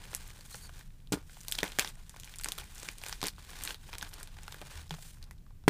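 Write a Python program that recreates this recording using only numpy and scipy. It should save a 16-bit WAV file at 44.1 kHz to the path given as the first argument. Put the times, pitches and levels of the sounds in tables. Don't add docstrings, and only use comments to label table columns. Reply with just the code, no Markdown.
import sys
import numpy as np
from scipy import signal
from scipy.fft import rfft, irfft, next_fast_len
from scipy.io import wavfile
from scipy.ndimage import uniform_filter1d

SR = 44100
rng = np.random.default_rng(int(sys.argv[2]) if len(sys.argv) > 2 else 0)


def store_pcm(level_fs):
    pcm = np.round(np.clip(level_fs, -1, 1) * 32767).astype(np.int16)
    wavfile.write(sys.argv[1], SR, np.atleast_2d(pcm).T)


def voltage_ratio(level):
    return 10 ** (np.asarray(level, float) / 20)


N = 250929
TOP_HZ = 15600

# [low edge f/Hz, high edge f/Hz]
BANDS = [(350, 1500), (1500, 5500), (5500, 15500)]
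# [t/s, level/dB, fragment ring f/Hz, weight/dB, sharpness/dB]
FIRST_CRACKS = [(0.1319, -45.5, 1170, 4, -7), (0.1488, -42.5, 8400, -8, 15), (0.544, -43.5, 6550, -2, -14),
                (1.1226, -42, 7300, 0, 9.5), (1.1249, -40.5, 7650, 0, 9), (1.128, -32.5, 5800.0, -8, -17),
                (1.136, -54, 1440, 16, 8), (1.4832, -40.5, 4350, -10.5, 8), (1.5145, -51, 8800, -13, 17.5),
                (1.5229, -31.5, 3270, -36, 5), (1.5507, -38.5, 3760, -21, -16.5),
                (1.553, -43.5, 4500.0, -25, 7), (1.5847, -36.5, 3750.0, -22, -5.5),
                (1.5876, -26.5, 3230, -15, -10), (1.6046, -36, 3500, -29, -24),
                (1.6315, -26.5, 1820.0, -2, -4.5), (1.641, -38.5, 2230, 3.5, -15.5),
                (1.6794, -42, 3360, -6, -6), (1.7876, -26.5, 1820, 0, 0), (1.795, -22.5, 2570, -29, 2),
                (1.81, -37, 1660.0, -24, -17.5), (1.8224, -36.5, 3380, -6, -18),
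                (1.847, -33.5, 5300, -6, -9), (1.875, -37, 3480.0, -29, -10)]
# [t/s, level/dB, fragment ring f/Hz, weight/dB, sharpness/dB]
FIST_CRACKS = [(2.386, -52.5, 7900, -6, 14), (2.412, -46, 8400, -13, 5), (2.436, -41.5, 4360, -22, 2.5),
               (2.4445, -36.5, 8300, -11, 8.5), (2.4589, -36, 1310, -3, -7),
               (2.4865, -37.5, 6060.0, -7, 5.5), (2.5202, -34.5, 3430, -28, 2.5),
               (2.5808, -47.5, 1370.0, 4, 6), (2.5853, -38, 3370, -6.5, -1), (2.831, -44.5, 7680.0, 1, 3),
               (2.8875, -32, 2400, -18, -24), (3.0374, -37, 2360, -8, -4), (3.0635, -39, 6300, -5, -6),
               (3.085, -45.5, 8520.0, -14, 7), (3.0951, -40.5, 1610.0, -7, 1), (3.127, -33, 5500, -15, -10),
               (3.2159, -36, 5330, -16, -2.5), (3.229, -36, 3770, 5.5, 2), (3.2397, -34.5, 4610.0, -10, 0),
               (3.244, -38.5, 4460.0, 2.5, -14), (3.2574, -36.5, 5120.0, -19, -5),
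               (3.2689, -35.5, 9190.0, -21, 3.5), (3.269, -41.5, 9500, -24, 6),
               (3.2834, -34.5, 4500, -31, 1)]
# [t/s, level/dB, fragment ring f/Hz, weight/dB, sharpness/dB]
LAST_CRACKS = [(3.637, -47.5, 8900, -27, 16), (3.6513, -43, 7980.0, -17, 8.5),
               (3.6755, -33.5, 3340, -26, -17), (3.6924, -40, 3300, -7, -13), (3.7067, -35, 3150, -13, -35),
               (3.7449, -40, 3700, -14, -5.5), (3.9305, -40.5, 2330, -3, -17), (3.9373, -46, 3280, 0.5, -1),
               (3.9526, -43.5, 3840.0, -2, -6), (3.9833, -45.5, 7850, -20, 7.5),
               (4.0121, -39, 3810.0, -24, -23), (4.0265, -38.5, 1560, 2, 0.5), (4.14, -50, 8750, -8, 6),
               (4.2308, -49.5, 8750, -22, 10.5), (4.4801, -43, 1460.0, 2, -5.5),
               (4.524, -46, 3260, -6, -0.5), (4.544, -48, 1650, 3.5, -1), (4.6155, -45, 2560, -0.5, -3.5),
               (4.908, -35, 3170, -2, -12.5), (4.9407, -44.5, 1180, 0, -9), (5.3104, -53, 2120, 2, 2),
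               (5.6801, -25.5, 2000, 7, -9), (5.679, -36, 4600, -10, -4), (5.682, -27.5, 4540, -18, -4),
               (5.6845, -23.5, 1860, -15, -6)]
# [t/s, level/dB, ring f/Hz]
CRUMBS = [(0.038, -46, 4550), (0.053, -44.5, 2360), (0.1409, -37, 2060.0), (0.165, -38, 9030.0),
          (0.3046, -45.5, 2090), (0.4089, -41, 4500), (0.694, -39.5, 1310), (0.8098, -42.5, 1960.0),
          (1.073, -49.5, 3210.0), (1.2959, -43, 1520), (1.4118, -39, 6840), (1.5485, -36, 3910.0),
          (1.6887, -43, 7410.0), (1.701, -40, 2540), (1.7195, -35.5, 3620), (1.8827, -38.5, 5500),
          (1.889, -40.5, 8700), (1.956, -52, 1950), (2.0951, -36.5, 6700), (2.1416, -42, 1030),
          (2.1626, -37, 1460), (2.199, -36, 6550), (2.2345, -41, 3210.0), (2.245, -37.5, 6130),
          (2.2752, -40, 2290), (2.3391, -38.5, 3650), (2.3588, -38.5, 10800), (2.3976, -39, 4100.0),
          (2.6128, -48, 3540.0), (2.634, -43, 2270.0),
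          (2.781, -38, 6760), (2.8, -52, 7790.0), (2.9836, -40, 8800), (3.0158, -40.5, 3910.0),
               (3.2517, -30, 2060.0), (3.382, -39, 1160), (3.5043, -40, 5520.0), (3.5326, -37, 1690),
               (3.61, -36.5, 2390.0), (3.72, -43, 6400.0), (3.948, -43, 1920), (4.0212, -35, 1770.0),
               (4.0482, -38, 2270.0), (4.0912, -45.5, 8400), (4.1356, -40, 4310.0), (4.2098, -38, 1390.0),
               (4.274, -41.5, 3960), (4.369, -43.5, 1700), (4.387, -38.5, 1570), (4.4332, -40, 6550),
               (4.459, -71, 4100.0), (4.52, -44, 7790.0), (4.6564, -55, 2160.0), (4.756, -45, 3720.0),
               (4.8947, -43, 5000.0), (4.928, -44, 2270.0), (5.026, -44, 4410), (5.2272, -39.5, 4440),
               (5.2406, -45, 5150), (5.5066, -50.5, 1030.0),
          (0.39, -50, 570),
    (1.0026, -58, 2600),
    (1.37, -45.5, 820),
    (2.62, -43, 850),
    (3.89, -41, 1000),
    (4.985, -47, 700),
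    (5.465, -52.5, 1150),
    (5.639, -49, 1400),
    (5.385, -59, 3800),
    (4.2, -45, 9300),
]
# [t/s, level/dB, pitch f/Hz]
TICKS = [(0.0384, -50, 2120), (0.0549, -52, 10950), (0.0935, -61, 2120), (0.1404, -43, 11000),
         (0.2734, -51, 6170), (0.2776, -46.5, 10950), (0.3041, -51, 3670), (0.4265, -67, 3670),
         (0.4737, -56, 10950), (0.5158, -52, 1190), (0.527, -53, 10950), (0.5443, -42.5, 1160),
         (0.6934, -60, 684), (0.7388, -58.4, 3670), (0.764, -60, 10950), (0.7912, -51.6, 10950),
         (0.8186, -64.0, 670), (0.9047, -60, 2120), (1.1287, -38.8, 1200), (1.2966, -55.5, 2120),
         (1.3679, -54, 2130), (1.4063, -46.5, 6200), (1.433, -48, 6200), (1.4649, -60, 10950),
         (1.4901, -55.9, 670), (1.5225, -56.6, 670), (1.5787, -44, 6200), (1.6415, -39, 10950),
         (1.6575, -49, 3670), (1.6627, -39, 2100), (1.7196, -49.0, 6200), (1.7243, -51, 2120),
         (1.7311, -53.6, 2120), (1.764, -51, 3670), (1.8762, -44.5, 6200), (1.9543, -54, 6200),
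         (1.9705, -60, 666), (2.1085, -61, 1200), (2.1421, -58.0, 2120), (2.1621, -52, 10950),
         (2.1693, -50, 6200), (2.1815, -61, 670), (2.2337, -47, 6200), (2.2494, -48, 10950),
         (2.2743, -55, 2120), (2.3247, -56.1, 3670), (2.3459, -48, 2120), (2.3901, -41, 6200),
         (2.3978, -47, 1210), (2.4178, -52.5, 2120), (2.4255, -51, 6200), (2.4444, -35, 3640),
         (2.4819, -51.5, 664), (2.4858, -50, 670), (2.4928, -45.1, 10950), (2.5143, -56, 2120),
         (2.5203, -53, 670), (2.5248, -41, 6200), (2.6123, -49, 2120), (2.6375, -55.7, 10950),
         (2.6412, -50, 6200), (2.7488, -47.5, 10950), (2.7557, -45, 6200), (2.7944, -54.2, 2120),
              (2.7996, -42, 6200), (2.8241, -50, 2120), (2.8543, -55, 6200), (2.8874, -34.5, 5800),
              (2.9144, -50, 10950), (3.0146, -61, 670), (3.206, -47, 3670), (3.293, -52, 2120),
              (3.3027, -49, 3670), (3.3624, -56, 3670), (3.3746, -61.0, 2120), (3.4247, -54.5, 6200),
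              (3.4487, -56.6, 3670), (3.5045, -47, 10950), (3.5128, -56, 2120), (3.5559, -51.3, 3670),
              (3.5714, -60, 670), (3.5878, -48, 6200), (3.6502, -42, 1190), (3.6749, -36.5, 2100),
              (3.6839, -44, 10950), (3.8116, -65, 3670), (3.8894, -54.7, 2120), (3.9306, -65, 670),
              (3.9478, -45, 3670), (4.0209, -53.6, 10950), (4.0301, -44, 3670), (4.0645, -48, 1210),
              (4.0835, -54, 10950), (4.0957, -53, 10950), (4.1047, -57.2, 10950), (4.1244, -57.0, 10950),
              (4.1353, -50.0, 10950), (4.2743, -55, 10950), (4.3174, -58, 3670), (4.4402, -54, 2120),
              (4.4574, -66, 670), (4.4671, -57, 6200), (4.4958, -55, 10950), (4.6153, -47.0, 660),
              (4.621, -53, 666), (4.6594, -58, 6200), (4.7559, -49, 6200), (4.7614, -51.5, 670),
              (4.7704, -51, 3670), (4.8784, -56, 3670), (4.9121, -46, 6200), (4.948, -50, 6200),
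              (4.9829, -65, 6350), (4.9904, -56.9, 3630), (5.0089, -56, 3730), (5.0241, -51, 6200),
              (5.0505, -59, 670), (5.171, -59, 1200), (5.264, -68, 3670), (5.3798, -64, 3670)]
# [most pressure t/s, level/dB, swell/(dB/s), release/(dB/s), fineness/dB]
SQUEEZES = [(0.03, -58.5, 105, 23, -3.5), (.146, -58, 59, 12, 0.5), (.41, -77, 32, 33, -5),
            (.54, -60, 119, 72, 9), (.644, -63, 71, 118, -5), (.797, -59, 86, 193, -0.5),
            (1.309, -64, 191.5, 10, 5), (1.49, -63, 504, 61, 10.5), (1.618, -53, 75, 203, -2.5),
            (1.76, -80, 28, 156, -17), (1.893, -52, 42, 500, -1), (2.005, -66, 94, 111, -2.5),
            (2.3, -59.5, 43, 49, 1), (2.6, -53.5, 130, 177, 0), (2.89, -52, 45, 188, 0.5),
            (3.092, -50, 104, 105, 0.5), (3.265, -43.5, 323, 476, -2), (3.71, -47.5, 48.5, 358, 0),
            (3.87, -58.5, 144, 45, 0), (4.045, -54, 166, 234, -4), (4.2, -56, 77, 157, -3.5),
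            (4.52, -62.5, 14, 44, -1.7), (4.78, -53.5, 38, 138, -1.5), (5.055, -59, 79, 89, 5.5),
            (5.24, -74, 46, 75, -9.5)]
# [t/s, level/dB, dying/(dB/s), fineness/dB]
SPILLS = [(1.128, -40.5, 420, 0.5), (1.15, -57, 190, -10), (1.17, -78, 78, 9), (1.648, -46.5, 200, -5),
          (1.796, -42, 188, -3), (2.466, -51.5, 125, -3), (3.385, -63.5, 40, -1), (3.49, -57.5, 58, -3),
          (5.312, -68, 500, 4), (1.17, -76, 203, -5.5), (.838, -82, 200, -3), (3.935, -63, 125, -9),
          (4.914, -54, 168, -3)]
# [f/Hz, density level/dB]
POWDER_COLOUR = [(350, 1), (600, -4), (1000, -0.5), (1500, -1), (2500, -3), (5500, -3.5), (9000, -2),
                 (12000, -9.5), (15500, -6)]
# [f/Hz, width/Hz, gain (below zero a dip)]
HOLLOW = [(850, 80, 0.46), (1326, 136, -0.5), (1510, 420, 0.51), (2430, 50, 0.75), (3350, 1500, 0.31)]
# [t/s, slip rate f/Hz, level/dB]
SQUEAK = [
    (.5, 2120, -76),
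    (0.529, 2080, -52.5),
    (.56, 2140, -61),
    (0.614, 2180, -73),
    (0.625, 2300, -54),
    (0.655, 2250, -56),
    (0.68, 2200, -64),
]
# [t/s, level/dB, contact/ms]
JOLTS = [(1.1209, -26, 1), (1.1296, -22, 3.9), (1.138, -25.5, 0.9), (1.157, -41, 0.58),
         (1.172, -38.5, 0.71), (1.586, -45, 1.1), (1.63, -28, 0.48), (1.788, -32, 0.96), (1.848, -50, 0.87),
         (2.459, -45, 1.2), (2.887, -46.5, 1.4), (3.229, -34.5, 1.4), (3.24, -40, 0.31), (3.256, -54, 0.59),
         (4.026, -41, 3.5), (4.615, -45.5, 0.32), (5.679, -11, 0.46), (5.6885, -41, 0.49)]
# [f/Hz, level/dB, t60/s]
TABLE_MODES = [(190, -8, 0.094), (298, -3.5, 0.067), (417, 3, 0.024), (610, -7.5, 0.021),
               (878, -1.5, 0.014)]
# [t/s, f/Hz, level/dB, t60/s]
SINGLE_MODES = [(1.12, 166, -26, 0.061), (4.336, 78, -44, 0.45), (4.743, 76, -40, 0.7), (4.91, 157.2, -30.5, 0.17),
                (5.2, 73.3, -44, 0.33), (1.123, 1430, -42, .16), (1.124, 1020, -44, 0.15), (1.124, 190, -33, .05),
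                (3.229, 1700, -42, 0.01), (3.2395, 1610, -37, 0.017), (3.269, 1650, -43, .015),
                (3.284, 1650, -41, 0.022), (5.6815, 4700, -30, .012), (1.631, 240, -46, 0.024),
                (1.787, 330, -39, .03), (3.229, 690, -36, .025), (4.615, 477, -45, 0.027),
                (5.311, 2000, -51, 0.042), (5.68, 554, -18, .02)]
# [f/Hz, density level/dB]
ROOM_COLOUR = [(10, -7), (30, 3), (46, 0), (55, -10.5), (74, 0.5), (90, -11), (105, -5.5), (122, -7),
               (160, -8.5), (205, -17), (260, -23.5), (400, -31.5), (1000, -40), (5000, -44.5),
               (15500, -46.5)]
# [f/Hz, rms level/dB]
MOTOR = [(24.02, -53.5)]


def rms_one(x):
    return x / np.sqrt(np.mean(x ** 2) + 1e-20)


def band(k):
    return signal.butter(2, BANDS[k], "band", fs=SR, output="sos")


def resonance(x, hz, width_hz):
    r = np.exp(-np.pi * width_hz / SR)
    poles = [1, -2 * r * np.cos(2 * np.pi * hz / SR), r * r]
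    return signal.lfilter([(1 - r * r) / 2, 0, (r * r - 1) / 2], poles, x)


def hollow(x):
    return x + sum(gain * resonance(x, hz, width_hz) for hz, width_hz, gain in HOLLOW)


def colour(x, points):
    size = next_fast_len(N)
    hz = np.maximum(np.arange(size // 2 + 1) * SR / size, 1)
    point_hz, point_db = np.transpose(points)
    shape = voltage_ratio(np.interp(np.log(hz), np.log(point_hz), point_db))
    audible = (hz > 8) * (hz < TOP_HZ)
    return rms_one(irfft(rfft(x, size) * shape * audible, size)[:N])


def drift(rate_hz):
    r = np.exp(-2 * np.pi * rate_hz / SR)
    wander = signal.lfilter([1], [1, -2 * r, r * r], rng.standard_normal(N + SR))
    return rms_one(wander[SR:])


def fractures():
    loss_db_per_octave, crumb_trim_db = 8, -4
    events = []
    for s, db, hz, weight_db, sharp_db in FIRST_CRACKS + FIST_CRACKS + LAST_CRACKS:
        events.append((s, db + weight_db, db, db + sharp_db, hz))
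    centres_hz = np.sqrt(np.prod(BANDS, axis=1))
    for s, db, hz in CRUMBS:
        octaves_away = abs(np.log2(hz / centres_hz))
        levels_db = db + crumb_trim_db - loss_db_per_octave * octaves_away
        events.append((s, *levels_db, hz))
    return events


def cracks(tail_s=0.012, tail_db=-18, ring=2.2, sharpness=4.5, cupped=0.49):
    snap_s, slope_hz = (0.0014, 0.0006, 0.0003), (1000, 4000, 12500)
    out, t = np.zeros(N + 2048), np.arange(2048) / SR
    events = fractures()
    noise = rng.standard_normal((len(events), 3, 2048))
    noise[:, :, 1] = 3.0 * np.array([-1, 1, -1])
    for (s, *levels_db, ring_hz), bursts in zip(events, noise):
        at = round(s * SR)
        for k, burst in enumerate(bursts):
            snap = burst * (np.exp(-t / snap_s[k]) + voltage_ratio(tail_db) * np.exp(-t / tail_s))
            fragment = ring * resonance(snap, ring_hz, ring_hz / sharpness)
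            cupped_hand = cupped * resonance(snap, 907, 320)
            snap = signal.sosfilt(band(k), hollow(snap + fragment + cupped_hand))
            snap = signal.lfilter(*signal.butter(1, slope_hz[k], fs=SR), snap)
            strength = np.sqrt(np.sum(snap[:110] ** 2) / 88)
            out[at:at + 2048] += voltage_ratio(levels_db[k]) * snap / strength
    return out[:N]


def pressure(k):
    swell_bend, release_bend, bend_s = 1.05, 1.21, 0.032
    linger = (1, 1, 0.96)[k]
    spill_rise_db_per_s = 3499
    time, power = np.arange(0, N + 64, 64) / SR, 0
    spills = [(s, db, spill_rise_db_per_s, dying, fine_db) for s, db, dying, fine_db in SPILLS]
    for s, db, swell, release, fine_db in SQUEEZES + spills:
        away = abs(time - s) / bend_s
        before = swell * away ** swell_bend
        after = release * linger * away ** release_bend
        loss_db = bend_s * np.where(time < s, before, after)
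        power = power + voltage_ratio(db + (k - 1) * fine_db - loss_db) ** 2
    return np.interp(np.arange(N) / SR, time, np.sqrt(power))


def powder(per_s=1300, spread_db=3.0, colour_db=4.5, clump_db=4.5, grain_s=0.00085, hiss=0.99):
    trim_db = (-5.5, 0.1, -1.5)
    born = rng.random(N) < per_s * voltage_ratio(clump_db * drift(25)) / SR
    sizes = born * voltage_ratio(spread_db * np.minimum(rng.exponential(1, N), 2.2))
    flutter = voltage_ratio(2.0 * drift(85))
    decay = np.exp(-1 / (grain_s * SR))
    out = 0
    for k in range(3):
        coloured = sizes * voltage_ratio(colour_db * rng.standard_normal(N))
        grains = signal.lfilter([1], [1, -decay], coloured)
        activity = np.sqrt(rms_one(grains) ** 2 + hiss ** 2) * flutter
        activity /= np.sqrt(uniform_filter1d(activity ** 2, size=3000))
        dust = colour(hollow(activity * rng.standard_normal(N)), POWDER_COLOUR)
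        part = rms_one(signal.sosfilt(band(k), dust))
        out = out + pressure(k) * voltage_ratio(trim_db[k]) * part
    return out


def ticks(cycles=3.3, sharpness=0.98, trim_db=-1.5):
    out, t = np.zeros(N + 1024), np.arange(1024) / SR
    events = TICKS
    bursts = rng.standard_normal((len(events), 1024))
    for (s, db, hz), burst in zip(events, bursts):
        pop = burst * np.exp(-t * hz / cycles / (1 + hz / 4000))
        pop = resonance(resonance(pop, hz, hz / sharpness), hz, hz)
        strength = np.sqrt(np.sum(pop[:110] ** 2) / 88)
        out[round(s * SR):][:1024] += voltage_ratio(db + trim_db) * pop / strength
    return out[:N]


def squeak():
    overtones_db, jitter = (-20, 0.1, -6, -4, -6), 0.05
    s, hz, db = np.transpose(SQUEAK)
    time = np.arange(N) / SR
    slip_hz = np.interp(time, s, hz) * (1 + jitter * drift(1090))
    phase = 2 * np.pi * np.cumsum(slip_hz) / SR
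    tone = 0
    for number, level_db in enumerate(overtones_db, 1):
        tone = tone + voltage_ratio(level_db + 2.5 * drift(120)) * np.sin(number * phase)
    return voltage_ratio(np.interp(time, s, db, left=-200, right=-200)) * tone


def table(low_hz=120, dust_db=-38):
    pushes = np.zeros(N + SR) + 1e-18
    for s, db, contact_ms in JOLTS:
        push = np.hanning(round(contact_ms * SR / 1000) + 2)
        pushes[round(s * SR):][:len(push)] += voltage_ratio(db) * push / push.sum()
    pushes[:N] += voltage_ratio(dust_db) * pressure(0) * rng.standard_normal(N)
    out = np.zeros(N)
    for hz, level_db, t60 in TABLE_MODES:
        r, w = voltage_ratio(-60 / (t60 * SR)), 2 * np.pi * hz / SR
        poles = [1, -2 * r * np.cos(w), r * r]
        out += signal.lfilter([0, voltage_ratio(level_db) * np.sin(w)], poles, pushes[:N])
    return signal.sosfilt(signal.butter(2, low_hz, "high", fs=SR, output="sos"), out)


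def single_modes(rise_cycles=1.2):
    out = np.zeros(N)
    for s, hz, db, t60 in SINGLE_MODES:
        t = np.maximum(np.arange(N) / SR - s, 0)
        build = 1 - np.exp(-t * hz / rise_cycles)
        out += voltage_ratio(db - 60 * t / t60) * build * np.sin(2 * np.pi * hz * t)
    return out


def motor():
    time, hum = np.arange(N) / SR, 0
    for hz, db in MOTOR:
        hum = hum + voltage_ratio(db + 0.96 * drift(1.3)) * np.sqrt(2) * np.sin(2 * np.pi * hz * time)
    return hum


def room(level_db=-52):
    return voltage_ratio(level_db) * colour(rng.standard_normal(N), ROOM_COLOUR)


def scene():
    snaps = cracks()
    chalk = snaps + powder() + ticks() + squeak()
    mono = chalk + table() + single_modes() + motor() + room()
    treble = signal.butter(2, [1700, 10000], "band", fs=SR, output="sos")
    side = voltage_ratio(-31) * signal.sosfilt(treble, snaps * rng.standard_normal(N))
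    return np.array([mono + side, mono - side])


def top_cut(x):
    return signal.sosfilt(signal.butter(12, 16640, fs=SR, output="sos"), x)


def record(dry):
    rounded = 0.7 * np.tanh(dry / 0.7)
    finished = signal.sosfilt(signal.cheby2(10, 17, TOP_HZ, fs=SR, output="sos"), rounded)
    return top_cut(finished)


dry = scene()
out = record(dry)
store_pcm(out)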